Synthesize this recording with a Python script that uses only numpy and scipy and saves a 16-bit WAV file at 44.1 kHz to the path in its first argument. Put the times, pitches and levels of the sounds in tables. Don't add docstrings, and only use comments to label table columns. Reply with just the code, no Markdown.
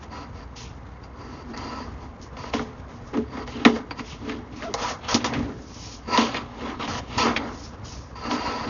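import sys
import numpy as np
from scipy import signal
from scipy.fft import rfft, irfft, next_fast_len
from scipy.io import wavfile
from scipy.ndimage import uniform_filter1d, map_coordinates

SR = 44100
rng = np.random.default_rng(int(sys.argv[2]) if len(sys.argv) > 2 else 0)


def store_wav(level_fs):
    pcm = np.round(np.clip(np.atleast_2d(level_fs), -1, 1) * 32767)
    wavfile.write(sys.argv[1], SR, pcm.T.astype(np.int16))


N = 383229

# frame shaking level/dB, rod dragging level/dB, guide singing level/dB, gloves rasping level/dB, gloves hissing level/dB
MOVES = [(0.031, 0.021, .002, .045, -43, -41.5, -61, -50, -51),
         (0.125, 0.031, .11, 0.065, -42.5, -43.5, -42.5, -55, -58),
         (0.358, 0.051, .08, 0.027, -50, -49, -50, -60, -61),
         (0.564, 0.0083, 0.06, 0.14, -62, -64, -61, -45, -44.5),
         (1.038, 0.0082, .002, 0.056, -65, -55, -43, -59, -56),
         (1.206, 0.076, 0.22, 0.026, -43, -48.5, -48, -61, -61),
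         (1.507, 0.08, 0.014, 0.025, -33, -46.5, -59, -58, -60),
         (1.539, 0.01, 0.014, 0.018, -44, -39, -39, -65, -63),
         (1.566, 0.0091, 0.24, 0.18, -37.5, -41, -39, -52.5, -52.5),
         (1.924, .04, .002, 0.041, -46, -61, -62, -73, -69),
         (2.035, .06, .002, 0.086, -42.5, -49, -50.5, -57, -57),
         (2.229, 0.023, .002, 0.081, -42, -57, -56, -55, -47.5),
         (2.372, 0.012, .13, 0.031, -43, -46, -43, -50.5, -54),
         (2.538, 0.011, 0.0074, 0.15, -30, -34, -49, -36.5, -39.5),
         (2.887, .012, 0.1, .07, -47.5, -51, -69, -62, -61.5),
         (3.074, 0.054, .002, 0.12, -54, -50, -66, -61, -55),
         (3.135, 0.0072, .02, 0.037, -27.5, -34, -58, -49.5, -61),
         (3.17, 0.024, 0.023, 0.054, -21.5, -52, -69, -69, -76),
         (3.347, 0.082, 0.081, 0.054, -35, -39.5, -46, -52, -58),
         (3.469, .01, 0.058, 0.08, -44, -45, -43.5, -50, -53),
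         (3.557, .04, 0.088, 0.04, -32.5, -40.5, -57, -47, -59),
         (3.666, 0.0124, .03, 0.088, -19.5, -43, -55, -37.5, -47),
         (3.762, 0.075, .002, 0.088, -33.5, -36, -39.5, -46, -48.5),
         (3.914, 0.0074, .002, 0.036, -38, -40, -31, -56, -64),
         (3.991, 0.035, .002, 0.056, -41.5, -42, -37, -47, -49),
         (4.082, 0.072, 0.038, 0.12, -55, -51, -63, -44, -47),
         (4.292, 0.12, 0.033, 0.12, -28.5, -39.5, -48, -44.5, -55),
         (4.527, .025, .015, 0.027, -38, -50, -62, -56, -67),
         (4.563, .008, 0.017, 0.034, -36.5, -56, -56, -53, -51),
         (4.636, 0.11, .002, 0.11, -38, -38.5, -56, -43.5, -49),
         (4.687, 0.068, 0.033, 0.02, -30.5, -46, -69, -63, -76),
         (4.783, 0.022, 0.062, .05, -47, -34, -44, -42.5, -53),
         (4.832, 0.09, 0.087, 0.063, -40.5, -32, -39, -40, -37),
         (5.046, 0.045, 0.034, .02, -49, -41.5, -61, -43.5, -67),
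         (5.088, 0.0089, .048, 0.016, -49, -26.5, -30.5, -32, -32),
         (5.147, 0.0081, 0.0091, 0.049, -17.5, -26, -40, -28.5, -26),
         (5.207, .02, 0.028, 0.018, -32, -38.5, -55, -40, -63),
         (5.244, 0.0025, 0.004, 0.066, -25.5, -24, -31, -30.5, -28),
         (5.33, 0.033, .002, .1, -31, -30.5, -53, -46, -61),
         (5.386, 0.14, 0.0023, .2, -27, -45, -54.5, -52, -57),
         (5.49, .05, 0.021, .04, -35, -42, -62, -72, -71),
         (5.821, 0.28, 0.13, 0.1, -49.5, -58, -55, -51, -43.5),
         (6.082, 0.011, .03, .03, -31, -37, -44, -50, -50),
         (6.137, 0.057, 0.034, .02, -32, -28.5, -23.5, -36.5, -40),
         (6.183, 0.011, 0.0015, 0.19, -24.5, -25, -22.5, -26.5, -31.5),
         (6.372, 0.053, 0.0018, 0.071, -31.5, -35, -34.5, -33.5, -64),
         (6.66, 0.18, .02, 0.14, -31.5, -34, -67, -41.5, -54),
         (6.798, 0.008, 0.052, 0.045, -33.5, -32.5, -61, -36, -56),
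         (6.883, .012, 0.11, 0.029, -37, -33.5, -37, -40.5, -41),
         (7.018, 0.026, 0.025, 0.035, -45, -47, -61, -52, -64),
         (7.134, 0.084, .06, 0.009, -36, -38.5, -45, -40, -51),
         (7.183, 0.0094, 0.043, 0.12, -31.5, -29.5, -22.5, -28, -31),
         (7.246, .04, 0.044, 0.077, -21.5, -24, -34, -37, -50),
         (7.364, 0.0049, 0.0081, 0.024, -36, -29.5, -39, -27, -52),
         (7.399, .02, 0.077, 0.14, -32.5, -35.5, -48.5, -49, -70),
         (7.658, 0.29, 0.0014, 0.087, -50, -58, -57.5, -54, -44.5),
         (7.742, 0.044, .002, .05, -46, -46, -60, -58, -61),
         (7.849, 0.014, 0.1, 0.22, -68, -56.5, -62, -53.5, -44.5),
         (8.158, .008, 0.1, .03, -58, -47, -42, -55, -58),
         (8.256, 0.049, 0.021, 0.033, -32, -33.5, -32.5, -46, -48),
         (8.311, 0.042, 0.044, 0.065, -25.5, -31, -31.5, -38.5, -41),
         (8.377, 0.054, 0.27, .05, -38, -35, -34, -44, -50),
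         (8.474, 0.064, 0.0023, 0.12, -34, -32.5, -29, -43, -45),
         (8.68, 0.069, 0.018, .02, -30.5, -36, -38, -43, -51)]
FALL_FACTORS = [1.25, 1.25, 0.63, 0.81, 0.75]
# level/dB each for shaking, dragging, singing, rasping, hissing
RESTING_DB = [-51, -52, -72.5, -85, -85]
# f/Hz, width/Hz (before the shaking boom broadens it), relative level/dB
FRAME_MODES = [(234.7, 14.6, 5), (295.7, 23, -1.5), (431.7, 6, 0)]
# f/Hz, width/Hz, relative level/dB
GUIDE_MODES = [(476, 48, 0), (665, 222, -4), (818, 72, 0.5), (984, 112, -2), (1230, 253, -4),
               (1880, 470, -11.5), (2206, 120, -11)]
# f/Hz, width/Hz, relative level/dB
SINGING_MODES = [(986, 34, 16.5), (1316, 17, 15), (1850, 230, -2.5), (2793, 110, -3), (4160, 42, -1.5),
                 (4700, 140, 2.5)]
# t/s, crack peak level/dB, crack centre f/Hz, knock level/dB over crack,
# boom level/dB over crack, rattle T60 t/s
SLAPS = [(1.0364, -45, 1610, 3, -19, .12), (1.575, -24.5, 4710, -22, -23, 0.064),
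         (2.2153, -36, 5790, -9, -11, .1), (2.368, -31, 2030, 0, -22, 0.1),
         (2.4372, -43, 2660, 20, -7, .11), (2.5369, -15.5, 2220, 0, 0.5, 0.064),
         (2.5929, -31, 2900, 10.5, 8, .07), (3.1401, -30.5, 1920, 3, 7.5, 0.071),
         (3.1723, -28, 2520, 2, 14, .1), (3.3698, -39, 2020, 15.5, 15, .17),
         (3.4754, -28.5, 2880, 0, -18, .061), (3.6504, -4, 2160, -3, 2, 0.064),
         (3.674, -20, 1960, 4, -4, 0.055), (3.7604, -35, 2100, 12, -11, 0.12),
         (3.909, -22.5, 1840, -5, -18, 0.066), (3.9946, -23, 1980, -4, -2.5, 0.076),
         (4.2955, -22, 1860, -16.5, -6, 0.089), (4.3192, -27, 1730, -15, -9, 0.087),
         (4.623, -23.5, 1600, -19, -28, 0.15), (4.7399, -11.5, 4960, -3.5, -22, 0.054),
         (5.0887, -27, 4620, -18, -24, .1), (5.144, -3, 4470, -24, -17.5, 0.041),
         (5.2435, -16.5, 1920, -8, -14, .055), (5.3361, -20.5, 1960, -10, -14, 0.15),
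         (5.3586, -41, 1510, 6, 11, .1), (5.3977, -35, 1590, -6, 13, .1),
         (6.1757, -4.5, 3320, -7.5, -7, 0.042), (6.2114, -19.5, 4170, -7.5, 4, 0.1),
         (6.344, -20.5, 1900, -0.5, -23, 0.16), (6.876, -26.5, 1780, 4, -7, 0.088),
         (7.1811, -14.5, 4800, -6.5, -18, 0.088), (7.3636, -9, 1950, -16, -23, 0.087),
         (8.3116, -18.5, 2870, -9, -25, 0.071)]
# t/s, f/Hz, level/dB of the first partial
SQUEAK = [(4.612, 577, -58), (4.635, 603, -40), (4.655, 700, -33), (4.685, 650, -40.5), (4.71, 650, -56)]
# t/s, level/dB
LOW_SWELLS = [(2.59, -37), (3.34, -53), (3.648, -40.5), (5.15, -34), (5.389, -28.5), (6.191, -39.5),
              (6.9, -36.5), (7.19, -33.5), (7.82, -46.5), (8.59, -41)]
# f/Hz, level/dB rms about which each wavers
HUM = [(59.5, -48), (119, -57.5)]
# f/Hz, relative level/dB per Hz
OUTSIDE = [(12, -34.5), (20, -9.5), (76, 9.5), (167, -13.5), (242, -1), (387, -21.5), (449, -7.5),
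           (634, -14.5), (1010, -9.5), (3310, -36), (6300, -70.5), (6780, -44.5), (7300, -79.5),
           (9490, -103), (16100, -120)]

SWING_DB = 18.5
LOW_RISE_S, LOW_FALL_S, LOW_REST_DB = 0.16, 0.2, -44.5
CONTACT_T60_S = 0.0038
SOFTER_LONGER = 0.34
ROD_PATH, BOOM_PATH = 0.387, 0.931
SQUEAK_OVERTONE_DB, SQUEAK_JITTER_RAD = -9.5, 1.1
TOP_HZ = 6930


def move_gain(layer):
    s, rise, hold, fall, *levels = np.transpose(MOVES)
    return swells(s, rise, hold, FALL_FACTORS[layer] * fall, levels[layer], RESTING_DB[layer])


def frame_shaking():
    broad = [(hz, 1.5 * width, db) for hz, width, db in FRAME_MODES]
    boom = unit(filtered(rubbing(0.95, 0.97), resonant(broad + [(357, 107, -8.5)])))
    boom /= np.sqrt(uniform_filter1d(boom ** 2, size=2600) + 0.36)
    return move_gain(0) * boom


def rod_dragging():
    return move_gain(1) * unit(filtered(rubbing(0.67, 1.9), resonant(GUIDE_MODES)))


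def guide_singing():
    return move_gain(2) * unit(filtered(rubbing(0.8, 1.5), resonant(SINGING_MODES)))


def gloves_rubbing():
    rasp_band, hiss_band = resonant([(2800, 2200, 0)]), resonant([(5500, 3200, 0)])
    rasp = unit(filtered(rubbing(1.2, 2.0), lambda hz: rasp_band(hz) ** 2))
    hiss = unit(filtered(rubbing(1.0, 0.87), lambda hz: hiss_band(hz) ** 2))
    return move_gain(3) * rasp + move_gain(4) * hiss


def slaps():
    out, t = np.zeros(N + SR), np.arange(SR // 3) / SR

    def decay(t60):
        return amp(-60 * t / t60)

    def bending(hz, path):
        return np.exp(path * (-1j * 2.2 * np.sqrt(hz) + 2j * np.pi * hz * 0.002493))

    def peak(x):
        return x / np.abs(x).max()

    frame, guide = resonant(FRAME_MODES), resonant(GUIDE_MODES)
    boom = peak(filtered(decay(0.00039), lambda hz: bending(hz, BOOM_PATH) * frame(hz)))
    for s, db, crack_hz, knock_db, boom_db, rattle_t60 in SLAPS:
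        noise = rng.standard_normal((3, len(t)))
        blow = decay(CONTACT_T60_S * amp(-SOFTER_LONGER * db)) * noise[0]
        rattle = 0.34 * noise[1] * decay(rattle_t60)
        tail = 0.27 * noise[2] * decay(0.13)
        contact = resonant([(crack_hz, 0.92 * crack_hz, 0)])
        crack = peak(filtered(blow + rattle, lambda hz: bending(hz, ROD_PATH) * contact(hz) ** 2))
        knock = peak(filtered(blow + tail, lambda hz: bending(hz, ROD_PATH) * guide(hz)))
        slap = crack + amp(knock_db) * knock + amp(boom_db) * boom
        out[round(s * SR):][:len(t)] += amp(db) * slap
    return out[:N]


def squeak():
    s, hz, db = np.transpose(SQUEAK)
    t = np.arange(N) / SR
    phase = 2 * np.pi * np.cumsum(np.interp(t, s, hz)) / SR + SQUEAK_JITTER_RAD * wobble(90)
    level = amp(np.interp(t, s, db, left=-120, right=-120) + 2.5 * wobble(60))
    return np.sqrt(2) * level * (np.sin(phase) + amp(SQUEAK_OVERTONE_DB) * np.sin(2 * phase))


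def low_rumble():
    s, db = np.transpose(LOW_SWELLS)
    rumble = unit(filtered(rubbing(2, 0.62), resonant([(105, 59, 0)])))
    return swells(s, LOW_RISE_S, 0, LOW_FALL_S, db, LOW_REST_DB) * rumble


def mains_hum():
    t = np.arange(N) / SR
    hum = np.zeros(N)
    for hz, db in HUM:
        level = np.sqrt(2) * amp(db + 1.6 * wobble(2.1))
        hum += level * np.sin(2 * np.pi * hz * t + 1.4 * wobble(14))
    return hum


def outdoor_rumble():
    rumble = unit(filtered(patchy(1.0), lambda hz: along(OUTSIDE, hz)))
    return amp(-45.5 + 1.5 * wobble(0.66)) * rumble


def rubbing(grit_db, depth_db):
    return patchy(depth_db) * amp(grit_db * wobble(180) + grit_db * wobble(45))


def patchy(depth_db):
    z = signal.stft(rng.standard_normal(N), nperseg=512)[2]
    across_f = uniform_filter1d(rng.standard_normal(z.shape), 5, 0)
    field = uniform_filter1d(across_f, 8, 1)
    return signal.istft(z * amp(depth_db * unit(field)), nperseg=512)[1][:N]


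def swells(s, rise, hold, fall, db, rest_db):
    late = np.arange(0, N / SR, 1 / 1000)[:, None] - s
    down = np.clip(-late, 0, None) / rise + np.clip(late - hold, 0, None) / fall
    gain = np.sqrt(np.sum(amp(db - SWING_DB * down) ** 2, axis=1) + amp(rest_db) ** 2)
    return np.interp(np.arange(N) / SR * 1000, np.arange(len(gain)), gain)


def resonant(modes):
    return lambda f: sum((-1) ** k * amp(db) * 1j * f * w / (c * c - f * f + 1j * f * w)
                         for k, (c, w, db) in enumerate(modes))


def filtered(x, response):
    m = next_fast_len(len(x) + SR // 2)
    return irfft(rfft(x, m) * response(np.fft.rfftfreq(m, 1 / SR)), m)[:len(x)]


def along(points, hz):
    f, db = np.transpose(points)
    return amp(np.interp(np.log(hz + 1), np.log(f + 1), db, left=-120, right=-120))


def wobble(rate):
    knots = rng.standard_normal(int(N * rate / SR) + 4)
    return map_coordinates(knots, [np.arange(N) * rate / SR])


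def amp(db):
    return 10 ** (np.asarray(db) / 20)


def unit(x):
    return x / np.sqrt(np.mean(x ** 2) + 1e-20)


def scene():
    rod = frame_shaking() + rod_dragging() + guide_singing() + gloves_rubbing()
    return (rod + slaps() + squeak() + low_rumble() + mains_hum() + outdoor_rumble())[None]


def record(dry):
    soft = dry[0] / (1 + np.abs(dry[0] / 0.95) ** 6) ** (1 / 6)
    return filtered(soft, lambda hz: (hz < 1.05 * TOP_HZ) / (1 + (hz / TOP_HZ) ** 150))[None]


dry = scene()
out = record(dry)
store_wav(out)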